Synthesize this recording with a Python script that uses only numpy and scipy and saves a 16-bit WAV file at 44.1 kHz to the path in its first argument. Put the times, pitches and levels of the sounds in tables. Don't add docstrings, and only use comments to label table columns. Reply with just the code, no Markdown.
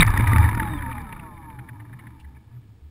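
import sys
import numpy as np
from scipy import signal
from scipy.fft import rfft, irfft, next_fast_len
from scipy.io import wavfile
from scipy.ndimage import map_coordinates

SR = 44100
rng = np.random.default_rng(int(sys.argv[2]) if len(sys.argv) > 2 else 0)


def gain_from_db(level_db):
    decades = np.asarray(level_db, float) / 20
    return 10 ** decades


def unload_wav(signal):
    wavfile.write(
        sys.argv[1],
        SR,
        np.round(np.clip(np.atleast_2d(signal).T, -1, 1) * 32767).astype(np.int16),
    )


N = 127890


def unit(x):
    return x / np.sqrt(np.mean(x ** 2) + 1e-20)


def along(points, hz):
    f, db = np.transpose(points)
    return gain_from_db(np.interp(np.log(hz + 1), np.log(f + 1), db))


def curves(rows):
    s, *columns = np.transpose(rows)
    return [np.interp(np.arange(N) / SR, s, column) for column in columns]


def wobble(rate):
    knots = rng.standard_normal(int(N * rate / SR) + 4)
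    return map_coordinates(knots, [np.arange(N) * rate / SR])


def filtered(x, response):
    m = next_fast_len(N + SR // 2)
    return irfft(rfft(x, m) * response(np.fft.rfftfreq(m, 1 / SR)), m)[..., :N]


def body(peaks):
    def response(f):
        total = 0
        for k, (centre, width, db) in enumerate(peaks):
            damping = 1j * f * width
            total = total + (-1) ** k * gain_from_db(db) * damping / (centre ** 2 - f ** 2 + damping + 1e-9)
        return total
    return response


def case(f):
    case_hz = 2820
    return 1 / (1 + 1j * f / case_hz - (f / case_hz) ** 2) ** 2


def turns():
    cog_hz = [608, 530]
    jolts = [.07, .05]
    coast, ease, jolt_s = 1.0, 0.04, 0.6
    t = np.arange(N) / SR
    slowing = np.exp(-coast * t + ease * t * t)
    return [np.cumsum(hz * slowing * (1 + jolt * np.exp(-t / jolt_s))) / SR for hz, jolt in zip(cog_hz, jolts)]


def ticks():
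    # (time [s], peak level [dB], ring [Hz])
    crash_blows = [
        (.001, -7.5, 2400),
        (.0085, -5, 3700),
        (.012, -13, 1700),
        (.0185, -10, 2100),
        (.022, -4.5, 1875),
        (.028, -2.5, 1880),
        (.048, -18.5, 1900),
    ]
    # (time [s], peak level [dB], ring [Hz])
    fast_ticks = [(0.0654, -26, 1740), (0.0722, -23.5, 1800), (0.0774, -13, 1250), (0.1042, -27, 2280),
                  (0.1396, -21.5, 1780), (0.173, -12, 1790), (0.1959, -17, 1850), (0.2074, -21.5, 1940),
                  (0.2294, -30, 1820), (0.2723, -13.5, 1830), (0.2944, -21, 1673), (0.3187, -15.5, 1170),
                  (0.3331, -13.5, 1830), (0.3611, -10.5, 1260), (0.382, -14.5, 1800), (0.4299, -22, 1900),
                  (0.4484, -20, 1794), (0.4893, -16.5, 1780), (0.5124, -25, 2240), (0.5297, -20.5, 1190),
                  (0.5482, -20.5, 1146), (0.5766, -20.5, 1193), (0.598, -15.5, 1660), (0.629, -21, 1220),
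                  (0.6489, -31, 1740), (0.6744, -28, 1770), (0.6964, -35, 1810), (0.7357, -27, 1754),
                  (0.7544, -37, 1740), (0.7901, -30.5, 1800), (0.8066, -31, 1636), (0.8225, -26, 1773),
                  (0.8619, -29, 1722), (0.8964, -34.5, 1585), (0.9148, -27, 1220), (0.9264, -31, 2400),
                  (0.9482, -45, 1210), (0.9667, -34, 1253), (0.9802, -29, 1820), (1.0186, -41, 1750),
                  (1.0444, -38, 1336), (1.1014, -42.5, 2270)]
    # (time [s], peak level [dB], ring [Hz])
    slow_ticks = [(1.1258, -28, 2366), (1.1628, -32.5, 1170), (1.1957, -32, 2350), (1.2331, -39, 1348),
                  (1.3763, -39.5, 2140), (1.5015, -40, 2260), (1.5908, -33.5, 1485), (1.6886, -32.5, 1750),
                  (1.8008, -38.5, 1717), (1.8652, -55, 2300), (1.931, -38, 1780), (1.992, -39, 2200),
                  (2.005, -51, 2330), (2.0702, -37, 1770), (2.2463, -45.5, 1790), (2.3506, -55.5, 2440),
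                  (2.5701, -56, 1241)]
    # (frequency [Hz], width [Hz], level [dB])
    blade_modes = [(1016, 340, -7), (1500, 94, -7.5), (1790, 130, -3.5), (2440, 370, -7.5),
                   (2810, 200, -14.5), (3700, 280, -9)]
    scrape_s, grows_per_s = 0.0039, 0.42
    ring_width_hz, ring_db = 360, 2.5
    case_leak, level_db = 0.13, -0.5

    rows = list(crash_blows) + list(fast_ticks) + list(slow_ticks)
    t = np.arange(SR // 10) / SR
    f = np.fft.rfftfreq(len(t), 1 / SR)
    blade = body(blade_modes)(f) * (case(f) + case_leak)
    out = np.zeros(N + SR)
    for s, db, hz in rows:
        length = scrape_s * np.exp(grows_per_s * s)
        shape = ((t / length) * np.exp(1 - t / length)) ** 4
        contact = shape * rng.standard_normal(len(t))
        own_mode = body([(hz, ring_width_hz, ring_db / 2)])(f) ** 2 * case(f / 2)
        ring = irfft(rfft(contact) * (blade + own_mode), len(t))
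        start = max(round((s - 0.9 * length) * SR), 0)
        out[start:][:len(t)] += gain_from_db(db + level_db) * ring / np.abs(ring).max()
    return out[:N]


def rocking():
    # (time [s], level [dB])
    low_rocking = [(0.0, -17), (0.05, -36.5), (0.07, -20.5), (0.2, -25), (0.23, -33), (0.27, -19.5),
                   (0.3, -24.5), (0.4, -15.5), (0.48, -22.5), (0.51, -40), (0.54, -32.5), (0.86, -34.5),
                   (0.92, -44.5), (1.04, -34.5), (1.16, -66.5), (1.19, -47.5), (1.31, -45.5), (2.05, -57)]
    # (time [s], pitch [Hz], level [dB])
    upper_rocking = [(0, 129.7, -21.5), (.04, 99.1, -25), (.075, 98.7, -15), (.13, 100.3, -27),
                     (.16, 94.6, -17.5), (.19, 97, -25.5), (.23, 107.1, -16), (.27, 106.2, -23),
                     (.31, 105.7, -15.5), (.35, 100.9, -20.5), (.42, 111.4, -16), (.48, 104.9, -23.5),
                     (.59, 107.3, -28.5), (.72, 113, -39), (.93, 114.2, -37), (1.06, 104.1, -45.5),
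                     (1.1, 104.9, -61), (1.42, 119, -53.5)]
    # (middle [s], half length [s], pitch [Hz], level [dB])
    late_swells = [(1.53, 0.042, 118, -43), (1.599, 0.03, 122, -39.5), (1.725, 0.027, 122, -38),
                   (1.81, 0.064, 108, -40.5), (1.892, 0.035, 112, -39), (1.949, 0.053, 127, -39),
                   (2.061, 0.073, 113.2, -44), (2.133, 0.057, 75, -43.5), (2.177, 0.039, 115.3, -51),
                   (2.271, 0.047, 71.4, -37), (2.364, 0.07, 70.35, -45.5), (2.365, .05, 125, -47.5),
                   (2.48, .03, 105, -46.5), (2.57, 0.041, 122, -38.5), (2.698, .06, 105.8, -46.5),
                   (2.85, .04, 72, -41.5)]
    low_hz, rest_db_per_s = 74.8, 4.5
    thud_db, thud_hz, thud_t60_s = -6.5, 162, 0.14

    t = np.arange(N) / SR
    low_db, = curves(low_rocking)
    up_hz, up_db = curves(upper_rocking)
    low_cycles = np.cumsum(low_hz + 4.0 * wobble(8.2)) / SR
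    low = gain_from_db(low_db + 2.0 * wobble(12)) * np.sin(2 * np.pi * low_cycles)
    up_cycles = np.cumsum(up_hz + 6 * wobble(30)) / SR
    up = gain_from_db(up_db + 0.91 * wobble(25)) * np.sin(2 * np.pi * up_cycles)
    rest = gain_from_db(-rest_db_per_s * np.clip(t - upper_rocking[-1][0], 0, None))
    late = np.zeros(N)
    for s, half, hz, db in late_swells:
        late += gain_from_db(db) * np.exp(-((t - s) / half) ** 2) * np.sin(2 * np.pi * hz * t)
    thud = gain_from_db(thud_db - 60 * t / thud_t60_s) * np.cos(2 * np.pi * thud_hz * t)
    return np.sqrt(2) * (low + rest * up + late) + thud


def shaking():
    # (time [s], level [dB])
    shake_strength = [(0.0, -28.5), (0.16, -30.5), (0.44, -29.5), (0.6, -37.5), (0.8, -39), (0.94, -43.5),
                      (1.53, -55), (1.68, -58.5), (2.02, -57.5), (2.54, -69), (2.9, -75.5)]
    # (frequency [Hz], width [Hz], level [dB])
    frame_modes = [(286.8, 30, -4.5), (913, 73, -2), (1250, 120, -7.5), (1717, 91, -4.5), (2300, 140, -7),
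                   (2990, 150, -17.5), (3610, 97, -9.5), (4930, 200, -25.5)]
    # (frequency [Hz], level [dB per Hz])
    rumble_spectrum = [(40, -17), (70, -11), (110, 3.5), (170, -2), (230, -6.5), (320, -8.5), (450, -35),
                       (800, -58.5)]
    poles = 14
    rumble_db, rumble_grows = 6, 0.74
    sway_db, sway_fall_db_per_s, sway_hz = -20, 24, 44
    sway_rest_db = -63.5

    strength_db, = curves(shake_strength)
    beat_db = sum(1.1 * np.cos(2 * np.pi * done / poles) for done in turns())
    beat_db = beat_db + 3.54 * wobble(260) + wobble(60) + wobble(13)
    grains = gain_from_db(beat_db) * rng.standard_normal(N)
    rattle = unit(filtered(grains, lambda f: body(frame_modes)(f) * (case(f) + 0.42)))

    lumps = gain_from_db(2.2 * wobble(15)) * rng.standard_normal(N)
    rumble = unit(filtered(lumps, lambda f: along(rumble_spectrum, f)))
    mean_db = strength_db.mean()
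    rumble_level = gain_from_db(mean_db + rumble_db + rumble_grows * (strength_db - mean_db))

    def heave(f):
        return (f / 30) ** 2 / (1 + (f / 30) ** 2) / (1 + (f / sway_hz) ** 4)

    sway = unit(filtered(rng.standard_normal(N), heave))
    sway_level = gain_from_db(sway_db - sway_fall_db_per_s * np.arange(N) / SR) + gain_from_db(sway_rest_db)
    return gain_from_db(strength_db) * rattle + rumble_level * rumble + sway_level * sway


def noise_floor():
    # (frequency [Hz], level [dB per Hz])
    floor_spectrum = [(88, -31), (150, 1.5), (475, -9), (571, -19), (666, -14.5), (708, -14.5), (1440, -23),
                      (3090, -22), (5900, -28), (7670, -55), (13000, -120)]
    hiss = filtered(rng.standard_normal(N), lambda f: along(floor_spectrum, f) * (f > 140))
    return gain_from_db(-63) * unit(hiss)


def motors():
    first_orders = (1, 2, 5, 6, 7, 8, 9, 11, 12)
    second_orders = (3, 4, 5, 8, 12)
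    order_levels = [
        [6, 4, -1, 2, -3, -4.5, -7.5, -3, -9],
        [4, 4, -3, -9.5, -4.5],
    ]
    # (frequency [Hz], width [Hz], level [dB])
    arm_modes = [(230, 64, -6), (305, 44, -3), (459, 50, -16), (665.4, 36, -11), (820.8, 70, -3),
                 (920, 120, 1), (1220, 260, -8), (1590, 320, -12.5)]
    whine_db, fall_db_per_s, start_s, roughness = -27, 11, 0.12, 0.5
    flutter_db = 3.2
    notch_hz, notch_width_hz, notch_db = 561, 143, -8.5

    t = np.arange(N) / SR
    whine = np.zeros(N)
    for done, orders, levels in zip(turns(), (first_orders, second_orders), order_levels):
        for k, db in zip(orders, levels):
            level = gain_from_db(db + flutter_db * wobble(25) + 2.5 * wobble(70))
            whine += level * np.sin(2 * np.pi * k * done + roughness * 3 * wobble(30))
    fade = gain_from_db(whine_db - fall_db_per_s * t - 1.0 * t * t) * (1 - np.exp(-t / start_s))

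    def arms(f):
        notch = gain_from_db(notch_db * np.exp(-((f - notch_hz) / notch_width_hz) ** 2))
        low_cut = (f / 200) ** 2 / (1 + (f / 200) ** 2)
        return body(arm_modes)(f) * notch * low_cut / (1 + (f / 1500) ** 4)

    return filtered(fade * whine, arms)


def snaps():
    # (time [s], peak level [dB])
    plastic_snaps = [(0.0283, -22.5), (0.0662, -27.5), (0.1036, -35), (0.1765, -27), (0.2084, -50.5),
                     (0.2219, -40), (0.2784, -30.5), (0.2937, -46), (0.3158, -41), (0.3302, -43.5),
                     (0.384, -33.5), (0.4429, -39), (0.4952, -41.5), (0.513, -49), (0.5511, -36),
                     (0.601, -44), (0.6673, -56), (0.7103, -65), (0.8016, -61), (0.8574, -67),
                     (0.9075, -59.5), (0.9408, -65), (0.9615, -54), (0.9947, -59), (0.7343, -72),
                     (0.7772, -63), (0.688, -60), (0.617, -57), (0.577, -50), (1.1453, -68), (1.0171, -49),
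                     (1.0713, -65.5), (2.2002, -55)]
    level_db, t60_s, low_hz = 8.5, 0.011, 2612
    out = np.zeros(N + SR)
    t = np.arange(SR // 50) / SR
    for s, db in plastic_snaps:
        crack = gain_from_db(db + level_db - 60 * t / t60_s) * rng.standard_normal(len(t))
        out[round(s * SR):][:len(t)] += crack
    return filtered(out[:N], lambda f: (1j * f / low_hz / (1 + 1j * f / low_hz)) ** 2)


def thumps():
    # (time [s], peak level [dB])
    frame_drops = [(0.139, -24.5), (0.198, -18.5), (0.331, -18.5), (0.439, -25), (0.523, -28.5),
                   (0.573, -22.5), (0.599, -27.5), (0.622, -24.5), (0.649, -29.5), (0.673, -35),
                   (0.734, -36), (1.129, -36)]
    thump_hz, width_hz, level_db = 200, 150, -5
    blows = np.zeros(N)
    for s, db in frame_drops:
        blows[round(s * SR)] = gain_from_db(db + level_db) * SR / width_hz
    return filtered(blows, lambda f: body([(thump_hz, width_hz, 0)])(f) ** 2)


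def squeak():
    # (time [s], pitch [Hz], level [dB])
    first_squeak = [(.43, 3760, -92.5), (.445, 3720, -51.5), (.47, 3620, -56), (.49, 3500, -58.5),
                    (.5, 3480, -94)]
    # (time [s], pitch [Hz], level [dB])
    second_squeak = [(.63, 3860, -75), (.65, 3885, -62), (.68, 3760, -60), (.72, 3700, -52),
                     (.76, 3583, -52), (.783, 3430, -60), (.789, 3190, -51), (.797, 3186, -57),
                     (.806, 3090, -96.5)]
    out = np.zeros(N)
    for hz, db in (curves(first_squeak), curves(second_squeak)):
        cycles = np.cumsum(hz + 12 * wobble(90)) / SR
        out += np.sqrt(2) * gain_from_db(db + 0.88 * wobble(120)) * np.sin(2 * np.pi * cycles)
    return out


def scrape():
    # (frequency [Hz], width [Hz], level [dB])
    scrape_modes = [(2350, 150, -4), (2880, 180, 0), (3500, 300, -9), (4400, 700, -18)]
    middle_s, length_s, level_db = 2.206, 0.011, -56
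    swell = np.exp(-((np.arange(N) / SR - middle_s) / length_s) ** 2)
    hiss = unit(filtered(rng.standard_normal(N), lambda f: body(scrape_modes)(f) * (f < 6000)))
    return gain_from_db(level_db) * swell * hiss


def scene():
    crash = ticks() + rocking() + shaking() + noise_floor()
    aftermath = motors() + snaps() + thumps() + squeak() + scrape()
    return (crash + aftermath)[None]


def band_limit(x):
    return signal.sosfilt(signal.butter(12, 15620, fs=SR, output="sos"), x)


def record(dry):
    duck_s, duck_db, duck_back_s = 0.031, -5.5, 0.027
    hold_hz, repeats, top_hz = 12000, 4, 15640
    t = np.arange(N) / SR
    after = t - duck_s
    gain = gain_from_db(duck_db * np.clip(after * 1000, 0, 1) * np.exp(-np.abs(after) / duck_back_s))
    slow = filtered(gain * dry, lambda f: np.clip((hold_hz / 2 - f) / 250, 0, 1) * (f > 12))
    combed = slow * (1 + 2 * np.cos(2 * np.pi * hold_hz * t))

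    def hold(f):
        return np.sinc(f / hold_hz) / np.sinc(f / hold_hz / repeats) * (f < top_hz)

    held = filtered(combed, hold)
    return band_limit(np.clip(held, -1, 1))


dry = scene()
out = record(dry)
unload_wav(out)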